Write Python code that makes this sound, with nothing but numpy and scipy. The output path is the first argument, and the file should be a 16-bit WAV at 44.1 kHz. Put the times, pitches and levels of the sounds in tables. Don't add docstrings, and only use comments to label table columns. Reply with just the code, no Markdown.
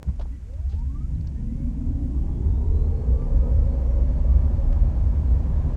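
import sys
import numpy as np
from scipy import signal
from scipy.fft import rfft, irfft
from scipy.io import wavfile
from scipy.ndimage import uniform_filter1d

SR = 44100
rng = np.random.default_rng(int(sys.argv[2]) if len(sys.argv) > 2 else 0)


def pcm_store(signal):
    levels = np.round(np.clip(np.atleast_2d(signal), -1, 1) * 32767)
    wavfile.write(sys.argv[1], SR, levels.astype(np.int16).T)


def ratio_of_db(decibels):
    return 10 ** (np.asarray(decibels, float) / 20)


N = 254016
T = np.arange(N) / SR


def slot_hz():
    # t/s, f/Hz
    speed_points = [(.2, 110), (.46, 437), (.79, 901), (.96, 1164), (2.0, 2810), (2.69, 3852), (3.24, 4715),
                    (3.81, 5509), (4.1, 5880), (4.7, 6550), (5.76, 7600)]
    s, hz = np.transpose(speed_points)
    return np.interp(T, s, hz)


def evened(x):
    return x / np.sqrt(np.mean(x ** 2) + 1e-20)


def bell(hz, centre_hz, width_hz):
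    return 1 / np.sqrt(1 + (2 * (hz - centre_hz) / width_hz) ** 2)


def resonances(hz, rows):
    return np.sqrt(sum((ratio_of_db(db) * bell(hz, f, width) ** 2) ** 2 for f, width, db in rows))


def noise(shape, count=N):
    hz = np.fft.rfftfreq(count, 1 / SR)
    spectrum = rfft(rng.standard_normal(count)) * shape(hz)
    return evened(irfft(spectrum, count))


def drift(rate_hz):
    return noise(lambda hz: bell(hz, 0, rate_hz) ** 2)


def tone(hz, db):
    turns = np.cumsum(hz) / SR + rng.random()
    return np.sqrt(2) * ratio_of_db(db) * np.sin(2 * np.pi * turns)


def colour_db(points, hz):
    f, db = np.transpose(points)
    return np.interp(np.log(hz + 1), np.log(f + 1), db)


def rolling(lo_hz, hi_hz, steady, gust_db):
    # f/Hz, level/dB per Hz
    roll_colour = [(12, -45.5), (24, -16), (33, 0.5), (45, -7.5), (90, -15), (102, -20.5), (120, -15),
                   (190, -27), (330, -35), (420, -38), (1050, -46), (1450, -62.5), (2500, -72.5),
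                   (4000, -78.5), (7000, -81)]
    # f/Hz, width/Hz, lift/dB
    cabin_modes = [(62.6, 7.2, 14.5), (80.4, 27.4, 10), (145.2, 98, 8), (242.6, 39, 9.5), (570, 290, 3.5),
                   (800, 7, 8), (955, 26, 5), (1667, 18, 7.5), (2240, 12, 7.5)]

    def shape(hz):
        db = colour_db(roll_colour, hz)
        db = db + sum(lift * bell(hz, f, width) ** 2 for f, width, lift in cabin_modes)
        band_edges = np.sqrt((1 + (lo_hz / (hz + 1)) ** 12) * (1 + (hz / hi_hz) ** 12))
        return ratio_of_db(db) / band_edges

    x = noise(shape)
    swell = uniform_filter1d(uniform_filter1d(x ** 2, size=2500), size=2500) + 0.085
    gusts = ratio_of_db(gust_db * drift(22))
    return evened(x / swell ** (np.clip(steady, 0, 1) / 2) * gusts)


def waking(bumps, rest_db, full_db, half_hz, steep):
    awake = 1 / (1 + (half_hz / slot_hz()) ** steep)
    power = ratio_of_db(2 * rest_db) + ratio_of_db(2 * full_db) * awake
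    for s, db, half_s in bumps:
        power = power + ratio_of_db(2 * db) * np.exp(-((T - s) / half_s) ** 2)
    return np.sqrt(power)


def road():
    # t/s, level/dB, half length/s
    humps = [(0.234, -27.5, 0.056), (.49, -35, 0.14), (0.8, -28, 0.022), (1.05, -30.5, 0.085),
             (1.622, -26, 0.082), (1.858, -26.5, 0.047), (2.284, -22.5, 0.061), (2.75, -24, 0.13),
             (3.347, -19, 0.076), (3.64, -25, 0.065), (4.03, -21.5, .07), (4.218, -24, 0.034),
             (4.716, -19, 0.094), (5.028, -26, 0.032), (5.533, -24, 0.066)]
    # t/s, level/dB, half length/s
    joints = [(0.152, -38, 0.022), (0.223, -34.5, .1), (.72, -24, 0.09), (0.88, -24, 0.018),
              (1.18, -21.5, 0.028), (1.278, -26.5, 0.037), (1.643, -28.5, 0.12), (1.895, -27.5, 0.092),
              (2.03, -30, 0.046), (2.177, -20.5, 0.015), (2.516, -18, 0.074), (2.714, -18.5, 0.051),
              (2.861, -20, .09), (3.114, -16.5, 0.036), (3.269, -21.5, 0.012), (3.404, -20, 0.032),
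              (3.582, -17, 0.081), (3.881, -28, .07), (4.016, -24.5, 0.22), (4.358, -13, 0.061),
              (4.508, -23, 0.11), (4.831, -16.5, 0.059), (5.057, -22, .07), (5.242, -21.5, 0.14),
              (5.348, -17.5, 0.039), (5.554, -20.5, 0.096)]
    # t/s, level/dB, half length/s
    jolts = [
        (0.092, -28.5, 0.017),
        (.23, -49, 0.05),
        (0.852, -39.5, 0.08),
        (1.028, -36.5, 0.056),
        (1.186, -29, 0.04),
        (2.42, -35, 0.054),
        (3.3, -35, 0.28),
        (5.662, -33, 0.12),
    ]
    # t/s, level/dB, half length/s
    shudders = [
        (0.092, -51, 0.023),
        (0.265, -48.5, 0.1),
        (.85, -63, 0.09),
        (1.563, -38, 0.092),
        (1.87, -38.5, 0.065),
    ]
    heave = waking(humps, rest_db=-52, full_db=-25.5, half_hz=3502, steep=2.1)
    boom = waking(joints, rest_db=-46.5, full_db=-28, half_hz=2602, steep=1)
    rail = waking(jolts, rest_db=-51.5, full_db=-35, half_hz=1498.5, steep=6.5)
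    drum = waking(shudders, rest_db=-68, full_db=-40, half_hz=1902, steep=4.5)
    out = heave * rolling(8, 47, steady=.8, gust_db=.1)
    out += boom * rolling(47, 91, steady=.8, gust_db=.1)
    out += rail * rolling(105, 190, steady=.7, gust_db=.3)
    return out + drum * rolling(191, 330, steady=.5, gust_db=1.)


def vent():
    # f/Hz, level/dB
    hiss_colour = [(300, -16.5), (700, -10), (1500, 1), (2500, -2.5), (3800, -8.5), (6900, -6),
                   (9000, -10.5), (12800, -19.5), (15500, -19.5)]
    hiss = ratio_of_db(-66.5) * noise(lambda hz: ratio_of_db(colour_db(hiss_colour, hz)))
    pipe = tone(2240 + 22 * drift(40), -86 + 4.0 * drift(6))
    inverter = tone(10002 + 0 * T, -101)
    return hiss + pipe + inverter


def roar():
    tyres = waking([(0, -52, 0.13)], rest_db=-57, full_db=-38.5, half_hz=5000.5, steep=4)
    wind = waking([(.55, -71.5, 0.28)], rest_db=-79.5, full_db=-53, half_hz=6496.5, steep=4.5)
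    out = tyres * ratio_of_db(-2.0) * rolling(257.0, 1200, steady=0.13, gust_db=1.14)
    return out + wind * ratio_of_db(-3.5) * rolling(1374, 6000, steady=.1, gust_db=0.6)


def thump():
    start_s, ring_hz, peak_db = .0703, 68, -18
    peak_after_s, half_s = .021, .024
    t = np.maximum(T - start_s, 0)
    swell = np.exp(-((t - peak_after_s) / half_s) ** 2)
    return ratio_of_db(peak_db) * swell * np.sin(2 * np.pi * ring_hz * t)


def creaks():
    # t/s, level/dB rms, f/Hz, width/Hz, length/s
    creak_rows = [(0.082, -54, 696, 900, 0.025), (.088, -72, 3500, 3500, .015),
                  (0.1942, -44, 530, 380, 0.025), (0.195, -58.5, 3400, 3600, 0.012),
                  (.209, -50.5, 930, 1000, 0.023), (0.21, -59.5, 3800, 3000, 0.02),
                  (0.255, -52.5, 620, 500, 0.011), (0.318, -70.5, 1980, 120, 0.081),
                  (0.536, -68, 3500, 4000, 0.0089), (0.69, -68, 4500, 3000, 0.091),
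                  (0.712, -67.5, 2920, 1200, 0.057), (0.729, -52, 446, 400, 0.027),
                  (0.722, -70, 1810, 900, 0.03), (0.787, -71, 4500, 2980, .02), (.07, -42, 154, 119, 0.061),
                  (1.152, -68, 4200, 1000, .005), (1.209, -63.5, 4670, 1800, 0.007),
                  (1.271, -59, 4740, 2200, 0.011)]
    out = np.zeros(N)
    for s, db, hz, width, lasts_s in creak_rows:
        u = np.arange(4096) / SR / lasts_s
        shape = np.minimum(16 * u, 1) * np.exp(-1.5 * u ** 2)
        burst = shape * noise(lambda f: bell(f, hz, width) ** 2, count=4096)
        at = round(s * SR)
        out[at:at + 4096] += ratio_of_db(db + 4) * evened(burst) * np.sqrt(np.mean(shape ** 2))
    return out


def motor():
    # multiple of the slot tone, level/dB, growth/dB per doubled speed
    orders = [(1, -.3, 0), (.25, -1, 2), (.5, -17, 0), (1.5, -13, 0), (.189, -3, 3), (.2835, -7.5, 10),
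              (.357, -7, 9), (.378, -8, 9), (.472, -15, 6), (.925, -14, 9)]
    # f/Hz, width/Hz, level/dB
    path_modes = [(235, 75, -40), (285, 45, -43), (460, 35, -56), (495, 30, -54), (548, 40, -52),
                  (622, 40, -57), (700, 70, -62.5), (807, 40, -56.5), (860, 40, -62), (902, 40, -58),
                  (951, 45, -55), (1077, 40, -66), (1165, 50, -56), (1250, 35, -60), (1310, 30, -63.5),
                  (1660, 70, -73), (1821, 80, -69), (2030, 80, -71), (2200, 80, -72), (2400, 200, -79),
                  (3050, 400, -83), (3350, 200, -77), (3630, 160, -74), (4020, 200, -73.5),
                  (4310, 180, -75), (4700, 250, -81), (4950, 150, -79), (5250, 250, -80), (5650, 160, -79),
                  (5870, 120, -81)]
    pedal_s, rise_s, from_db = .2, .24, -19
    base_hz, fade_db_per_khz, fade_most_db = 5800, -8, -9
    hz = slot_hz()
    torque_db = from_db * np.clip(1 - (T - pedal_s) / rise_s, 0, 1)
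    torque_db += np.clip(fade_db_per_khz * (hz - base_hz) / 1000, fade_most_db, 0)
    grid_hz = np.arange(0, 12000., 2)
    path = resonances(grid_hz, path_modes) + 1e-5
    out = 0
    for multiple, db, growth_db in orders:
        line_hz = multiple * hz
        flutter_db = growth_db * np.log2(hz / 4500) + 1.8 * drift(70)
        out += np.interp(line_hz, grid_hz, path) * tone(line_hz, db + torque_db + flutter_db)
    return out * np.clip((T - .22) / 0.055, 0, 1)


def tread():
    # f/Hz, width/Hz, level/dB
    panel_modes = [(150, 40, -2), (235, 44, 4), (272, 36, 3), (330, 40, -9), (385, 50, -6), (450, 54, -4),
                   (495, 40, -5), (548, 46, -2), (620, 60, -16)]
    centre, spread = .102, .0145
    hz = slot_hz()
    grid_hz = np.arange(1500.)
    panels = resonances(grid_hz, panel_modes)
    out = 0
    for step in np.linspace(-2.4, 2.4, 50) + .04 * rng.standard_normal(50):
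        line_hz = (centre + spread * step) * hz
        out += np.interp(line_hz, grid_hz, panels) * tone(line_hz, -49.5 - 4.3 * step ** 2)
    return out * ratio_of_db(1.3 * drift(16)) * np.clip((T - .8) / .8, 0, 1)


def seam_whistle():
    t = T - 3.1
    hz = 4360 - 45 * t + 20 * drift(1.5) + 42 * drift(60)
    db = -78.5 - 2.8 * t + 3.5 * drift(14)
    return tone(hz, db) * np.clip(t / .55, 0, 1)


def scene():
    cabin = road() + vent() + roar() + thump() + creaks()
    return (cabin + motor() + tread() + seam_whistle())[None]


def patchy_treble(x):
    hz, t, z = signal.stft(x, SR, nperseg=1024, noverlap=512)
    hz = hz[:, None]
    pairs = np.arange(len(t)) // 2
    need = np.interp(t, T, drift(9))[pairs * 2]
    draws = rng.random((len(hz) // 6 + 1, len(t)))
    cells = draws[np.arange(len(hz)) // 6][:, pairs]
    chance = np.clip((hz - 7800) / 3500, 0, 1) * np.clip(0.24 + 0.21 * need, 0, 1)
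    kept = (cells > chance) & (hz < 14100 - 250 * need)
    return signal.istft(z * np.where(kept, 1, .06), SR, nperseg=1024, noverlap=512)[1][:, :N]


def top_cut(x):
    return signal.sosfilt(signal.butter(12, 16350, fs=SR, output="sos"), x)


def record(dry):
    # t/s, step, fade/s, edge/s
    jumps = [
        (.029603, -.046, .0041, 2e-6),
        (4.72978, .03, .0021, 3e-5),
    ]
    out = patchy_treble(dry)
    dull = signal.sosfiltfilt(signal.butter(2, 1200, fs=SR, output="sos"), out)
    out = np.where(T < jumps[0][0], dull + 0.5 * (out - dull), out)
    for s, step, fade_s, edge_s in jumps:
        out = out + step / 2 * np.tanh((T - s) / edge_s) * np.exp(-abs(T - s) / fade_s)
    out = out * (1 - .7 * np.exp((T - T[-1]) / .004))
    return top_cut(out)


dry = scene()
out = record(dry)
pcm_store(out)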